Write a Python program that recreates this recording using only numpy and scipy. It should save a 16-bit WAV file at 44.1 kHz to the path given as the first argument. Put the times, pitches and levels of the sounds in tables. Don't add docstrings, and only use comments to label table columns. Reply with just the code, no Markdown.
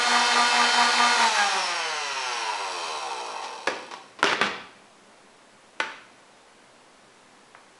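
import sys
import numpy as np
from scipy import signal
from scipy.fft import rfft, irfft, next_fast_len
from scipy.io import wavfile
from scipy.ndimage import uniform_filter1d, map_coordinates

SR = 44100
rng = np.random.default_rng(int(sys.argv[2]) if len(sys.argv) > 2 else 0)


def store_wav(level_fs):
    pcm = np.round(np.clip(np.atleast_2d(level_fs), -1, 1) * 32767)
    wavfile.write(sys.argv[1], SR, pcm.T.astype(np.int16))


N = 343929
TIME = np.arange(N) / SR


# (order, motor, level [dB])
WHINE_TONES = [(9, 0, -43), (9, 1, -43), (12, 1, -46), (13, 0, -45), (13, 1, -47), (14, 1, -47),
               (15, 0, -45), (16, 0, -45), (17, 0, -46), (17, 1, -48), (18, 0, -42), (19, 0, -47),
               (19, 1, -49), (21, 1, -51), (25, 0, -50), (26, 0, -50), (33, 0, -56), (36, 1, -58)]
# (order, pitch between the motors [0-1], level [dB], swing [dB], place of the swell in the beat [0-1])
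THROB_TONES = [(2, 1, -48.5, 4, .55), (3, .4, -36.5, 7, .08), (4, .2, -36, 6.5, .12), (5, 0, -33.5, 4, .1),
               (6, .5, -38, 7.5, .5), (7, .6, -40, 3, .05), (8, .5, -40.5, 3, .1)]
# (order, level [dB])
COMMUTATOR_TONES = [(27, -48), (28, -48), (30, -39.5), (33, -44.5), (36, -50), (39, -50), (40, -50),
                    (42, -44.5), (45, -47), (48, -46), (51, -44)]
# (frequency [Hz], level [dB])
CAN_RADIATION = [(3000, -28), (4400, -17), (4700, -8), (5000, -16), (5250, -1), (5500, 1.5), (5750, -5),
                 (6000, -4), (6400, -6), (6800, -19), (7700, -25), (7950, -14), (8300, -25), (11000, -30)]
# (order, motor, resonance [Hz], width [Hz], level [dB])
SINGING_OVERTONES = [(4, 1, 915, 36, -22), (4, 0, 810, 23, -24), (8, 0, 1635, 44, -24),
                     (5, 1, 950, 35, -31), (2, 1, 392, 23, -42.5), (5, 1, 762, 28, -35.5),
                     (9, 0, 964, 70, -32.5), (10, 0, 962, 150, -32), (11, 0, 1350, 37, -41.5),
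                     (25, 1, 3300, 220, -54)]
# (time [s], difference [turns/s])
BEAT_RATE = [(0, 4.1), (.4, 4.4), (.9, 5), (1.12, 3.9), (1.3, 5.9), (1.55, 6.7), (2, 4.3), (2.5, 2.4),
             (3.1, .4), (3.5, 0)]

# (frequency [Hz], width [Hz], level [dB])
SHELL_MODES = [(492, 120, -10.5), (760, 23, 4), (906, 88, 7.5), (1260, 270, -14)]
PANEL_MODES = [(1250, 400, 7), (1610, 170, 8), (1900, 240, 5.5), (2520, 220, 0)]
CAN_MODES = [(2550, 170, 2), (3110, 130, -3), (3980, 240, -3), (4650, 350, -8), (5550, 280, -2),
             (7940, 220, -9), (9350, 280, -15)]
# (speed [turns/s], width [turns/s], bearing gain [dB], chatter gain [dB], brush gain [dB])
SPEED_SWELLS = [(225.4, 7.7, 13, 8.5, 2), (217.8, 9.5, -23, -11, -1.5), (210.2, 5.3, 0, 10, 1),
                (114, 16, 4.5, -5, 2), (83, 10.6, -8, -34, 3.5), (63, 10, 5.5, 0, 1.5)]
# (frequency [Hz], level [dB per Hz])
BRUSH_COLOUR = [(170, -33), (330, -9.5), (700, 3), (1500, 0), (2400, -2.5), (3200, -2), (4400, -2),
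                (5000, -5), (5800, -7), (6600, -7), (7500, -12), (8000, -14.5), (8700, -13), (11000, -18)]
# (frequency [Hz], level [dB])
WHIRR_COLOUR = [(200, -30), (320, -15), (400, 0), (450, -3), (500, 2.5), (580, -3.5), (680, -2), (760, 2),
                (850, 0), (980, 5), (1130, 3), (1330, 3.5), (1560, 2), (1700, -4), (1900, 2), (2200, -4),
                (2550, 0), (3000, -1), (3300, -12), (5000, -38)]

# (time [s], level [dB], treble [dB], upper-mid [dB], bass [dB], crack t60 [s],
#  part frequency [Hz], part level re crack [dB], part t60 [s])
KNOCK_EVENTS = [(3.6727, -12.5, 2.5, -7.5, -9, 0.033, 518, -5.5, 0.043),
                (3.6755, -14.5, -12, 9.5, 1, 0.033, 1677, 1, 0.042),
                (3.6835, -16, 1, -8, 2.5, 0.023, 508, -10.5, 0.17),
                (3.7025, -28.5, 14, -2, 8, 0.025, 2200, -11, .05),
                (3.913, -30, 1, -4, -10, 0.13, 960, -2.5, 0.057),
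                (3.938, -26.5, 0, -8, -10, 0.039, 970, -6, 0.057),
                (4.189, -32, 1, -1, 8, 0.17, 1070, -6, 0.045),
                (4.2295, -8, -8.5, -2.5, 0, 0.026, 1390, 0.5, 0.022),
                (4.2423, -9.5, 4, 3, 4, 0.019, 402, -13.5, 0.2),
                (4.2538, -18, 0, 3, -8, 0.01, 1250, -12, .06),
                (4.2612, -17, 4, 0, -4, 0.014, 2900, -12, .02),
                (4.3225, -17, -7, 2, 7, 0.013, 1490, -12, 0.028),
                (4.3305, -18, -8, 0, -3, 0.011, 1250, -5, .03),
                (4.4465, -28, 7, 1, 0, .012, 1940, -12, .03),
                (4.2717, -18.5, -7, -7, -13, 0.018, 2830, 0, 0.051),
                (4.414, -8.5, 2.5, 8.5, 11.5, 0.044, 1540, -4, .04),
                (4.4175, -19, 1, 4, 7, 0.018, 1171, -2, 0.1),
                (4.4285, -16, -1, 4, -8, 0.049, 203.5, -14.5, 0.18),
                (5.801, -19, 11, 7, 2, 0.027, 2024, -7, 0.074),
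                (5.803, -12, -2, 2, -1, 0.011, 892, -11, 0.078),
                (5.8063, -19, -2, 6, -3, .02, 1480, -4, 0.11),
                (7.549, -33.5, -23, 2, 1, 0.021, 1500, -10, 0.039)]
# (start [s], length [s], level [dB], treble [dB], upper-mid [dB], bass [dB])
CLATTER_RUNS = [(3.419, 0.035, -35.5, 5, -6, -6.5), (4.262, .075, -19, 6, 10, 7),
                (4.432, .045, -27, 1, 2, -0.5)]
# (frequency [Hz], level [dB per Hz])
CONTACT_COLOUR = [(40, -65), (95, -17.5), (150, -16), (230, -6), (380, 2.5), (600, 0), (950, 4), (1600, -1),
                  (2400, -2.5), (3500, -6), (5500, -12.5), (7500, -22.5), (11000, -32)]
# (frequency [Hz], level [dB], t60 [s])
BODY_MODES = [(487, -4, .4), (883, 2, .45), (1141, -1, .35), (1491, 7, .3), (1739, 1, .3), (2422, 0, .21),
              (2659, -3, .3)]
# (frequency [Hz], t60 [s])
ROOM_DECAY = [(150, 0.94), (400, 0.58), (1000, 0.61), (2800, 0.65), (5000, 0.6), (10000, 0.33)]
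# (frequency [Hz], level [dB per Hz])
AIR_COLOUR = [(15, -56), (25, -42), (58, -13), (92, -21), (121, -5.5), (160, -12), (197, -1.5), (267, -2),
              (296, -3.5), (505, -2), (1060, -3), (1140, -4.5), (6780, -17.5), (11000, -22), (14300, -101),
              (22000, -120)]

RUN_HZ, OFF_S, DRAG_S, FRICTION_HZ_PER_S = 243.3, 1.13, 3.05, 41.7
LEAD_START = -.57
BEARING_DB, CHATTER_DB, BRUSH_DB = -40, -31.5, -31.5
CHATTER_POWER, BRUSH_POWER = 1.4, 0.75
SETTLE_HZ, SETTLE_POWER = 43.7, 2.3
LOOSE_HZ, LOOSE_STEEPNESS = 183, 18
LOOSE_BEARING_DB, LOOSE_CHATTER_DB, LOOSE_BRUSH_DB = 8.5, 2.5, 6
THROB_BEARING_DB, THROB_CHATTER_DB, MIDWAY_CHATTER_DB = 3.5, 3.5, .5
SQUEAL_STOP_HZ = 105
WHIRR_DB, WHIRR_POWER, WHIRR_FAST_DB, FLUTTER_DB = -32.5, .2, -3, 1.6
DULL_HZ, DULL_PACE, BRIGHT_PACE = 1330, .35, .5
CLATTER_T60_S, CLATTER_SCATTER_DB = 0.05, 3
LOOSE_PART_HZ, LOOSE_PART_DB, LOOSE_PART_T60_S = 1466, -16, 0.049
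RING_DB = -32
PART_ROOM_DB = -5
TOP_HZ = 11200


def amp(db):
    return 10 ** (np.asarray(db) / 20)


def unit(x):
    return x / np.sqrt(np.mean(x ** 2) + 1e-20)


def even(x):
    power = np.abs(uniform_filter1d(x ** 2, size=3500))
    return x / np.sqrt(power + 1e-6 * np.mean(x ** 2))


def along(points, hz):
    f, v = np.transpose(points)
    return np.interp(np.log(hz + 1), np.log(f + 1), v)


def curves(rows):
    s, *columns = np.transpose(rows)
    return [np.interp(TIME, s, column) for column in columns]


def wobble(rate):
    coarse = np.linspace(0, TIME[-1], 8192)
    knots = rng.standard_normal(int(N * rate / SR) + 4)
    return np.interp(TIME, coarse, map_coordinates(knots, [coarse * rate]))


def filtered(x, response):
    m = next_fast_len(len(x) + SR // 4)
    spectrum = rfft(x, m) * response(np.fft.rfftfreq(m, 1 / SR))
    return irfft(spectrum, m)[:len(x)]


def resonate(x, modes, alternate=True):
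    sign = -1 if alternate else 1
    low_hz = 0.36 * modes[0][0]

    def response(f):
        total = 0
        for k, (centre, width, db) in enumerate(modes):
            damping = 1j * f * width
            total = total + sign ** k * amp(db) * damping / (centre * centre - f * f + damping)
        return total * f ** 4 / (f ** 4 + low_hz ** 4)
    return filtered(x, response)


def causal(gain):
    cepstrum = irfft(np.log(np.maximum(gain, 1e-6)))
    half = len(cepstrum) // 2
    folded = np.r_[cepstrum[0], 2 * cepstrum[1:half], np.zeros(half)]
    return irfft(np.exp(rfft(folded)))


def contacts(turns, angles, sizes, jitter, scatter_db):
    marks = np.arange(1, int(turns[-1]))[:, None] + angles
    jittered = marks + jitter * rng.standard_normal(marks.shape)
    at = np.interp(jittered, turns, np.arange(N)).ravel()
    force = (sizes * amp(scatter_db * rng.standard_normal(marks.shape))).ravel()
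    i, part = at.astype(int), at % 1
    early = np.bincount(i, force * (1 - part), N + 1)
    late = np.bincount(i + 1, force * part, N + 1)
    return (early + late)[:N]


def rub(turns, depth):
    return unit(rng.standard_normal(N) * np.exp(depth * np.cos(2 * np.pi * turns)))


def knock(turns, order_low, order_high):
    u = turns - np.round(turns)
    count = order_high - order_low + 1
    pulse = np.sinc(count * u) / np.sinc(u) * np.cos(np.pi * (order_low + order_high) * u)
    return unit(pulse * amp(wobble(110)))


def line(k, turns):
    return np.sqrt(2) * np.sin(2 * np.pi * (k * turns + rng.random())) * amp(2 * wobble(30))


def ambience():
    air = unit(filtered(rng.standard_normal(N), lambda f: amp(along(AIR_COLOUR, f))))
    whistle = np.sin(2 * np.pi * (7900 * TIME + 0.16 * wobble(40)))
    return amp(-54.0 + 0.18 * wobble(0.09)) * air + amp(-78.0) * whistle


def room(x):
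    hz, t, z = signal.stft(rng.standard_normal(SR * 3 // 4), SR, nperseg=256)
    decay = amp(-60 * t / along(ROOM_DECAY, hz)[:, None])
    tail = signal.istft(z * decay, SR, nperseg=256)[1]
    tail *= 1 - np.exp(-(np.arange(len(tail)) / SR / 0.0021) ** 2)
    return signal.fftconvolve(x, tail / np.linalg.norm(tail))[:len(x)]


def coast():
    reserve = FRICTION_HZ_PER_S * DRAG_S
    decay = np.exp(-np.maximum(TIME - OFF_S, 0) / DRAG_S)
    return np.maximum((RUN_HZ + reserve) * decay - reserve, .5)


def settle_db(speed):
    return -10 * np.log10(1 + (SETTLE_HZ / speed) ** (2 * SETTLE_POWER))


def looseness(speed):
    return 1 / (1 + (LOOSE_HZ / speed) ** LOOSE_STEEPNESS)


def levels(speed, lead):
    pace_db = 20 * np.log10(speed / RUN_HZ)
    loose = looseness(speed)
    beat = 2 * np.pi * lead
    bearing_swing = THROB_BEARING_DB * np.cos(beat)
    panel_swing = THROB_CHATTER_DB * np.cos(beat) + MIDWAY_CHATTER_DB * np.cos(2 * beat)
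    bearing = BEARING_DB + settle_db(speed) + loose * (LOOSE_BEARING_DB + bearing_swing)
    panels = CHATTER_DB + CHATTER_POWER * pace_db + loose * (LOOSE_CHATTER_DB + panel_swing)
    brush = BRUSH_DB + BRUSH_POWER * pace_db + settle_db(speed) / 2 + loose * LOOSE_BRUSH_DB
    swells = sum(np.outer(gains_db, np.exp(-((speed - hz) / width) ** 2))
                 for hz, width, *gains_db in SPEED_SWELLS)
    return np.array([bearing, panels, brush]) + swells


def bearings(slow, fast, shake, loose):
    force = knock(slow, order_low=5, order_high=44) + amp(-4) * knock(fast, order_low=5, order_high=44)
    knocking = even(resonate(force, SHELL_MODES))
    rattle = even(resonate(np.abs(shake) * rub(slow, depth=1.0), SHELL_MODES))
    sound = (1 - .85 * loose) * knocking + (.2 + .65 * loose) * rattle
    return even(filtered(sound, lambda f: 1 / (1 + (f / 1900) ** 4)))


def chatter(slow, fast, shake, loose):
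    turns = np.maximum.accumulate(slow + np.angle(shake) / (2 * np.pi))
    slaps = np.abs(shake) * contacts(turns, np.zeros(1), 1, jitter=.02, scatter_db=3)
    follow = knock(slow, order_low=6, order_high=44) + amp(-6) * knock(fast, order_low=6, order_high=44)
    force = loose * even(slaps) + (1 - loose) * follow
    force += (.35 + 1.15 * loose) * rub(turns, depth=.8)
    return even(resonate(force, PANEL_MODES))


def brushes(slow, fast, pace):
    def rotor(turns):
        segments = contacts(turns, np.arange(3) / 3, 1, jitter=.001, scatter_db=2)
        spot_angles, spot_sizes = rng.random(size=12), rng.standard_normal(size=12)
        spots = contacts(turns, spot_angles, spot_sizes, jitter=.0006, scatter_db=1.3)
        return amp(-14) * even(segments) + even(spots)

    ticks = even(rotor(slow) + amp(-3) * rotor(fast))
    force = ticks + (.35 + 1.05 * pace ** 4) * rub(slow, depth=.6)
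    hiss = even(filtered(force, lambda f: amp(along(BRUSH_COLOUR, f))))
    can_ring = even(resonate(force, CAN_MODES, alternate=False))
    return even(hiss + amp(3 - 16 * pace) * can_ring)


def tones(slow, fast, speed, pace):
    hum = .6 * np.sin(2 * np.pi * slow) + np.sin(2 * np.pi * (fast - .1))
    lead = fast - slow
    pulled = slow + .02 * np.sin(2 * np.pi * lead)
    whine = np.zeros(N)
    for k, side, db, swing_db, place in THROB_TONES:
        swell = amp(db + swing_db * np.cos(2 * np.pi * (lead - place)))
        whine += swell * line(k, pulled + side * lead + 0.093 / k * wobble(28.4))
    for k, side, db in WHINE_TONES:
        whine += amp(db) * line(k, slow + side * lead)
    glides = sum(amp(db + along(CAN_RADIATION, k * np.abs(speed))) * line(k, slow)
                 for k, db in COMMUTATOR_TONES)
    squealing = (1 - .7 * pace ** 14) * speed ** 30 / (speed ** 30 + SQUEAL_STOP_HZ ** 30)
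    return amp(-40) * pace ** 7.5 * hum + whine * pace ** 14 + glides * squealing


def singing(slow, fast, speed, fast_speed):
    out = np.zeros(N)
    for k, side, hz, width, db in SINGING_OVERTONES:
        turns, rate = (fast, fast_speed) if side > .5 else (slow, speed)
        order = round(k)
        swell = amp(db) / (1 + (2 * (order * rate - hz) / width) ** 2)
        out += swell * line(order, turns + .05 / order * wobble(40))
    return out


def whirr(slow, fast, pace):
    def rotor(turns, count, size):
        overtones = np.r_[0, np.exp(2j * np.pi * rng.random(count))]
        play = .004 * wobble(45)
        wave = np.interp(turns + play, np.arange(size) / size, irfft(overtones, size), period=1)
        return unit(wave) * amp(FLUTTER_DB * wobble(35))

    def colour_db(f):
        ripple_db = 3 * np.interp(f, np.arange(140) * 40, rng.standard_normal(140))
        return along(WHIRR_COLOUR, f) + ripple_db

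    both = rotor(slow, count=32, size=1024) + amp(WHIRR_FAST_DB) * rotor(fast, count=32, size=1024)
    bright = filtered(both, lambda f: amp(colour_db(f)))
    dull = filtered(bright, lambda f: 1 / (1 + (f / DULL_HZ) ** 12))
    share = np.interp(pace, [DULL_PACE, BRIGHT_PACE], [0, 1])
    coasting = pace ** WHIRR_POWER * (1 - pace ** 6)
    return even(share * bright + (1 - share) * dull) * coasting


def motors():
    fast_speed, (beat_hz,) = coast(), curves(BEAT_RATE)
    speed, pace = fast_speed - beat_hz, fast_speed / RUN_HZ
    lead = LEAD_START + np.cumsum(beat_hz) / SR
    knock_db, chatter_db, brush_db = levels(speed, lead)
    slow = np.cumsum(speed * (1 + .0007 * wobble(14))) / SR
    fast = slow + lead + .006 * wobble(12)
    shake = 1 + .75 * np.exp(2j * np.pi * lead)
    loose = looseness(speed)
    running = amp(knock_db) * bearings(slow, fast, shake, loose)
    running += amp(chatter_db) * chatter(slow, fast, shake, loose)
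    running += amp(brush_db) * brushes(slow, fast, pace)
    clean = tones(slow, fast, speed, pace) + singing(slow, fast, speed, fast_speed)
    clean += amp(WHIRR_DB + 2 * settle_db(speed)) * whirr(slow, fast, pace)
    return running, clean


def blows(count):
    rows = list(KNOCK_EVENTS)
    for start, length, db, *colour in CLATTER_RUNS:
        times = start + length * (np.arange(count) + rng.random(count)) / count
        for s in times:
            level = db + CLATTER_SCATTER_DB * rng.standard_normal()
            part_hz = LOOSE_PART_HZ * 2 ** rng.uniform(-0.89, 1)
            rows.append((s, level, *colour, CLATTER_T60_S, part_hz, LOOSE_PART_DB, LOOSE_PART_T60_S))
    return rows


def knocks():
    out, t = np.zeros(N + SR), np.arange(2 ** 14) / SR
    hz = np.fft.rfftfreq(len(t), 1 / SR)
    for s, db, treble_db, mid_db, bass_db, t60, part_hz, part_db, part_t60 in blows(count=14):
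        force = rng.standard_normal(len(t)) * amp(-60 * t / t60)
        force[0] += 5
        tilt = along([(300, bass_db), (900, 0), (1700, mid_db), (6000, treble_db)], hz)
        colour = along(CONTACT_COLOUR, hz) + tilt
        crack = signal.fftconvolve(force, causal(amp(colour)))[:len(t)]
        crack /= np.sqrt(np.mean(crack[t < .004] ** 2))
        ring = sum(amp(level + rng.normal(0, 1) - 60 * t / life) * np.sin(2 * np.pi * (f * t + rng.random()))
                   for f, level, life in BODY_MODES)
        part = amp(db + part_db - 60 * t / part_t60) * np.cos(2 * np.pi * part_hz * t)
        hit = np.pad(amp(db - 7.5) * (crack + amp(RING_DB) * ring), (0, SR // 2))
        part = np.pad(part, (0, SR // 2))
        answer = room(hit + amp(PART_ROOM_DB) * part)
        out[round(s * SR):][:len(hit)] += hit + part + amp(-3.5) * answer
    return out[:N]


def scene():
    running, clean = motors()
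    motor_room = room(amp(-5) * running + amp(-11) * clean)
    mono = amp(-2) * running + clean + motor_room + knocks() + ambience()
    return np.array([mono, mono])


def record(dry):
    def low_pass(f):
        return np.clip((TOP_HZ - f) / 150 + .5, 0, 1)
    return np.array([filtered(channel, low_pass) for channel in dry])


dry = scene()
out = record(dry)
store_wav(out)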